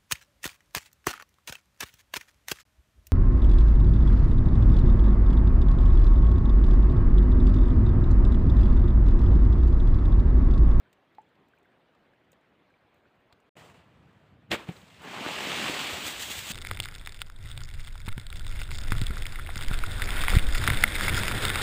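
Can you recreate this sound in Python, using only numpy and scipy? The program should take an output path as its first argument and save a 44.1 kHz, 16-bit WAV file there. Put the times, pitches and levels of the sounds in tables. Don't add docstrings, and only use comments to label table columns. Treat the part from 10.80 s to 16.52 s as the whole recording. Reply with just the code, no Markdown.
import sys
import numpy as np
from scipy import signal
from scipy.io import wavfile
from scipy.ndimage import uniform_filter1d

SR = 44100
rng = np.random.default_rng(int(sys.argv[2]) if len(sys.argv) > 2 else 0)


def to_linear_factor(level_db):
    exponent = np.asarray(level_db, float) / 20
    return 10 ** exponent


def master_out(mix):
    frames = np.transpose(np.atleast_2d(mix))
    ceiling = np.clip(frames, -1, 1)
    pcm = np.round(ceiling * 32767).astype(np.int16)
    wavfile.write(sys.argv[1], SR, pcm)


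N = 252252
HZ = np.fft.rfftfreq(4096, 1 / SR)


def evened(x):
    return x / np.sqrt(np.mean(x ** 2) + 1e-20)


def read(points, hz):
    f, value = np.transpose(points)
    return np.interp(np.log(hz + 1), np.log(f + 1), value)


def add(mix, s, sound):
    part = mix[round(s * SR):][:len(sound)]
    part += sound[:len(part)]


def colour(x, gain_db):
    log_gain = np.log(to_linear_factor(np.maximum(gain_db, -100)))
    circle = np.r_[log_gain, log_gain[-2:0:-1]]
    taps = np.fft.ifft(np.exp(circle - 1j * signal.hilbert(circle).imag)).real
    return signal.oaconvolve(x, taps)[:len(x)]


def band_db(lo_hz, hi_hz):
    low_edge = 1 + (lo_hz / (HZ + 1)) ** 6
    high_edge = 1 + (HZ / hi_hz) ** 6
    return -10 * np.log10(low_edge * high_edge)


def patchy(x, patch_db):
    z = signal.stft(x, nperseg=512, noverlap=384)[2]
    patches = rng.standard_normal(z.T.shape)
    patches = uniform_filter1d(patches, size=12, axis=0)
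    patches = evened(uniform_filter1d(patches, size=5, axis=1))
    return signal.istft(z * to_linear_factor(patch_db * patches.T), nperseg=512, noverlap=384)[1][:N]


def grains(per_s, spread_db):
    hit = rng.random(N) < per_s / SR
    size = rng.exponential(1, N)
    sign = rng.choice([-1., 1.], N)
    return evened(hit * sign * to_linear_factor(spread_db * np.minimum(size, 4)))


def level(rows, column, lag_s=0.):
    rows = np.asarray(rows)
    t = np.arange(N) / SR - lag_s
    return to_linear_factor(np.interp(t, rows[:, 0], rows[:, column], left=-150, right=-150))


def swell(s, db, rise, fall):
    t = np.arange(N) / SR - s
    return to_linear_factor(db - np.where(t < 0, -rise * t, fall * t))


def ring(db, hz, t60, rise, glide=0.):
    t = np.arange(round(.25 * SR)) / SR
    attack = np.sin(np.pi / 2 * np.clip(t / max(rise, 1e-4), 0, 1)) ** 2
    decay = to_linear_factor(-60 * np.maximum(t - rise, 0) / t60)
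    return to_linear_factor(db) * attack * decay * np.sin(2 * np.pi * hz * (t + glide * t ** 2))


CUT = (2.693, 2.7545)
# frequency in Hz, density in dB per Hz.
AIR = [(18, -53.5), (30, -16.5), (60, -9.5), (123, -4), (330, -4), (714, -6), (900, -9.5), (1900, -12.5),
       (3300, -19.5), (4300, -27), (5500, -36), (8000, -39.5), (11000, -44.5), (15500, -41)]


def air():
    forest_db, yard_db = -66, -64.5
    hush = evened(patchy(colour(rng.standard_normal(N), read(AIR, HZ)), patch_db=2.0))
    return hush * to_linear_factor(np.where(np.arange(N) < CUT[1] * SR, forest_db, yard_db))


# start in seconds, peak in dB, pitch in Hz, t60 in seconds.
DRIPS = [(.059, -59, 1450, 0.027), (0.3836, -36.5, 819, 0.058), (.384, -55, 2050, 0.0062),
         (.384, -48, 635, .025), (.736, -53.5, 1500, 0.027), (.777, -60, 2380, .02), (.849, -61, 2100, .02),
         (0.856, -57, 1550, .03), (1.151, -61, 1220, .03), (1.335, -57.5, 1650, 0.023),
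         (1.5299, -52, 486, 0.022), (1.904, -58, 1550, .03), (1.94, -55.5, 2270, 0.024),
         (2.255, -53, 1470, 0.014), (2.255, -66, 1160, 0.022), (2.526, -49.5, 1370, 0.0066),
         (2.528, -55, 93, 0.047)]


def drips():
    out = np.zeros(N)
    for s, db, hz, t60 in DRIPS:
        add(out, s, ring(db, hz, t60, rise=0.00071, glide=2.4))
    return out


# start in seconds, fizz in dB, then body and finest spray
# in dB over the fizz.
TICKS = [(0.128, -53, 4, -12), (.3254, -84, 0, 4), (0.348, -66.5, 11, -10), (.383, -72, 12, -12),
         (.415, -63, -9, -22), (.4883, -72, -6, -10), (0.553, -74, 15, -14), (.683, -66, -5, -8),
         (.7494, -84, -6, 4), (.7614, -77, -6, -6), (.7844, -67, -6, -8), (.828, -67, -1, -13),
         (.8534, -84, -6, 6), (.9148, -75, 4, -18), (1.1483, -69, 11, -18), (1.288, -79, -6, -16),
         (1.3344, -75, 12, -13), (1.4436, -73, -3, -16), (1.5172, -50, -18, -12), (1.529, -56.5, 4, -21),
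         (1.6097, -71, -3, -17), (1.9011, -72, -4, -24), (2.142, -65, -8, -10), (2.525, -54.5, 10, -12),
         (2.6005, -60.5, -4, -19)]
# start in seconds, fizz in dB, t60 in seconds.
TRICKLES = [
    (2.16, -82, .25),
    (2.35, -82, .15),
    (2.40, -80, .1),
    (2.47, -84, .1),
]
# start in seconds, fizz in dB.
CRUMBS = [
    (3.965, -54),
    (4.015, -59.5),
    (4.079, -62),
    (4.101, -58.5),
    (4.143, -59),
]


def splats():
    rows = []
    for s, db, body_db, fine_db in TICKS:
        over_soft_db = max(db + 75, 0)
        rows.append((s, db, body_db, fine_db, 0.039 * to_linear_factor(-0.1 * over_soft_db)))
    rows += [(s, db, -6, -4, t60) for s, db, t60 in TRICKLES]
    rows += [(s, db, 16, -12, 0.033) for s, db in CRUMBS]
    return rows


def ticks():
    layers = np.zeros((3, N))
    t = np.arange(4000) / SR
    for s, db, body_db, fine_db, t60 in splats():
        decay = to_linear_factor(-60 * t / t60) * np.minimum(t / .001, 1)
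        splat = rng.standard_normal(len(t)) * decay
        for layer, layer_db in zip(layers, (db + body_db, db, db + fine_db)):
            add(layer, s, splat * to_linear_factor(layer_db))
    bands_hz = [(1500, 5530), (6500, 8300), (13600, 19000)]
    body, fizz, fine = (colour(x, 4 * band_db(*edges)) for x, edges in zip(layers, bands_hz))
    return body + to_linear_factor(11) * fizz + to_linear_factor(18) * fine


def trunks(x):
    t = np.arange(round(.4 * SR)) / SR
    sign = rng.choice([-1., 1.], len(t))
    sparse = (rng.random(len(t)) < .05) * (t > .006)
    taps = colour(sign * sparse * to_linear_factor(-60 * t / 0.27), band_db(89, 4500))
    return signal.fftconvolve(x, taps / np.linalg.norm(taps))[:N]


# start in seconds, sliding in dB, powder in dB over it,
# fall in dB per second, length in seconds.
SLIPS = [
    (2.7693, -59, -4.5, 48, 0.14),
    (2.944, -66, -7, 60, 0.025),
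    (2.99, -70, -15, 58, .035),
    (3.788, -54.5, -12, 148, 0.05),
    (3.87, -61, -16, 40, 0.041),
    (3.92, -64.5, 1, 119, .03),
    (3.959, -62.5, -1.5, 90, 0.069),
    (3.78, -72.5, 2, 1, .45),
    (4.22, -64, 4, 16, .1),
]
SIFT = (2.9, -76, -10, 5, .6)


def slip(s, db, powder_db, fall, length):
    past_catch_s = np.maximum(np.arange(N) / SR - s - length, 0)
    run = swell(s, db, 3000, fall) * to_linear_factor(-250 * past_catch_s)
    parts_db = np.array([-13.5, 6.5, 0, powder_db])
    return np.outer(to_linear_factor(parts_db), run) ** 2


# time in seconds, boom in dB.
NUDGES = [
    (3.525, -52),
    (3.59, -57),
    (3.70, -46),
    (5.639, -47),
]
# time in seconds, sliding in dB, coarseness in dB.
HAUL = [
    (4.03, -64.5, -0.5),
    (4.173, -60.5, -3),
    (4.233, -56, 9.5),
    (4.273, -47.5, 4.5),
    (4.483, -38.5, 0.5),
    (4.76, -34, -2.5),
    (4.87, -33, -3),
    (5.083, -35.5, -5),
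    (5.36, -42, -4.5),
    (5.72, -49, -17),
]
# time in seconds, level in dB.
LANDINGS = [
    (5.133, -44.5),
    (5.273, -37),
    (5.422, -37.5),
    (5.515, -37),
    (5.59, -39.5),
    (5.673, -44),
    (5.715, -35.5),
]
LAND_PARTS_DB = (-17, -8, 0.5, -0.5)


def motion():
    slide = level(HAUL, column=1)
    boom = to_linear_factor(-55) * (slide / slide.max()) ** 0.48
    lumps = slide * level(HAUL, column=2)
    powder = to_linear_factor(-10) * level(HAUL, column=1, lag_s=0.039)
    power = np.array([boom, lumps, slide, powder]) ** 2
    power[0] += to_linear_factor(2 * -62) * (np.arange(N) > CUT[1] * SR)
    power[0] += sum(swell(s, db, 900, 900) ** 2 for s, db in NUDGES)
    power += sum(slip(*row) for row in SLIPS + [SIFT])
    landing = sum(swell(s, db, 253, 184) ** 2 for s, db in LANDINGS)
    return np.sqrt(power + np.outer(to_linear_factor(np.array(LAND_PARTS_DB)) ** 2, landing))


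# frequency in Hz, density in dB per Hz.
SNOW = [(30, -61), (60, -5.5), (140, -0.5), (270, -7.5), (800, -7.5), (1500, -6), (2100, -0.5), (2900, 2),
        (4100, -5), (5700, -11.5), (7900, -8), (9500, -16.5), (11500, -21.5), (15500, -14)]
# frequency in Hz, density in dB per Hz.
LANDING = [(30, -50), (55, 7), (95, 1.5), (170, -7), (420, -14), (1300, -9.5), (3250, -3.5), (4300, -9),
           (5400, -13.5), (7900, -6.5), (9500, -17), (12200, -18.5), (15500, -8.5)]
FALL_S = (4.76, 5.42)
# low edge in Hz, high edge in Hz, grains per second,
# grain size spread in dB, patchiness in dB.
PARTS = [
    (45, 200, 400, 2, 1.5),
    (200, 1250, 2000, 3.5, 1.6),
    (1250, 5200, 7000, 3.5, 1.1),
    (5200, 15600, 14000, 3, .7),
]


def rushes():
    out = np.zeros(N)
    landed = np.interp(np.arange(N) / SR, FALL_S, [0, 1])
    judder = to_linear_factor(0.84 * evened(uniform_filter1d(rng.standard_normal(N), size=250)))
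    for gain, (lo_hz, hi_hz, per_s, spread_db, patch_db) in zip(motion(), PARTS):
        crumbs = (grains(per_s, spread_db) + 1.22 * rng.standard_normal(N)) * judder
        band = band_db(lo_hz, hi_hz)
        drag = evened(colour(crumbs, read(SNOW, HZ) + band))
        burst = evened(colour(crumbs, read(LANDING, HZ) + band))
        out += gain * evened(patchy((1 - landed) * drag + landed * burst, patch_db))
    return out


# frequency in Hz, density in dB per Hz.
CRUST = [(29, -57), (50, -4), (171, -6.5), (343, 1), (705, -7), (1500, -9), (2300, -6), (3600, -10.5),
         (5860, -26), (7600, -21), (10400, -33), (15500, -30)]
# time in seconds, crush in dB.
CRUSH = [
    (3.696, -83),
    (3.709, -40),
    (3.712, -36),
    (3.717, -26),
    (3.745, -29.5),
    (3.762, -40),
    (3.772, -47.5),
    (3.83, -53.5),
    (3.9, -66),
]
# start in seconds, peak in dB, pitch in Hz.
CRACKS = [
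    (3.7155, -14.5, 3670),
    (3.7166, -26.5, 5060),
    (3.718, -11.5, 2440),
    (3.7222, -17, 2000),
    (3.7283, -17, 1210),
    (3.7357, -21, 2190),
    (3.751, -18, 1220),
    (3.8895, -30.5, 2110),
    (4.4626, -17, 1250),
    (5.2665, -21, 3340),
]
# start in seconds, peak in dB, pitch in Hz,
# t60 in seconds, rise in seconds.
THUDS = [(3.711, -34, 366, 0.18, 0.0064), (3.724, -33.5, 475, 0.15, 0.0039), (3.738, -54, 168, 0.094, .01),
         (3.884, -24.5, 160, 0.035, 0.0095), (3.8935, -28, 324, 0.014, 0.00082),
         (3.889, -39, 740, 0.029, 0.0026), (4.03, -47.5, 184, 0.066, .005),
         (4.409, -31, 255, 0.054, 0.0023), (4.4631, -27.5, 288, 0.034, 0.0017),
         (4.67, -29.5, 267, 0.06, 0.0026), (4.895, -24.5, 288, 0.032, 0.0027),
         (5.124, -38.5, 87.5, 0.11, 0.0073), (5.489, -47.5, 90, 0.12, 0.0078),
         (5.578, -41, 98, 0.059, 0.0076), (5.621, -46, 108, 0.049, 0.0038),
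         (5.702, -31.5, 167, 0.035, 0.0034)]


def rake():
    crumble = grains(per_s=7000, spread_db=2.2) + 1.07 * rng.standard_normal(N)
    bounce = swell(3.887, -47, rise=1900, fall=230)
    out = evened(colour(crumble, read(CRUST, HZ))) * (level(CRUSH, column=1) + bounce)
    for s, db, hz in CRACKS:
        add(out, s, ring(db, hz, t60=0.0016, rise=0.00041))
    for s, *blow in THUDS:
        add(out, s, ring(*blow))
    return out


def scene():
    near = drips() + ticks()
    blows = rake()
    echoes = trunks(to_linear_factor(-27) * near + to_linear_factor(-21) * blows)
    mono = air() + near + blows + echoes + rushes()
    return np.array([mono, mono])


def roll_off(x):
    return signal.sosfilt(signal.butter(12, 16010, fs=SR, output="sos"), x)


def record(dry):
    t = np.arange(N) / SR
    heard = signal.sosfilt(signal.butter(2, 40, "high", fs=SR, output="sos"), dry)
    band_limit = signal.firwin(1601, 15540, window=("kaiser", 9), fs=SR)
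    heard = signal.oaconvolve(heard, band_limit[None], "same")
    playing = 1. * ((t < CUT[0]) | (t > CUT[1]))
    mix = heard * uniform_filter1d(playing, size=60)
    return roll_off(mix)


dry = scene()
out = record(dry)
master_out(out)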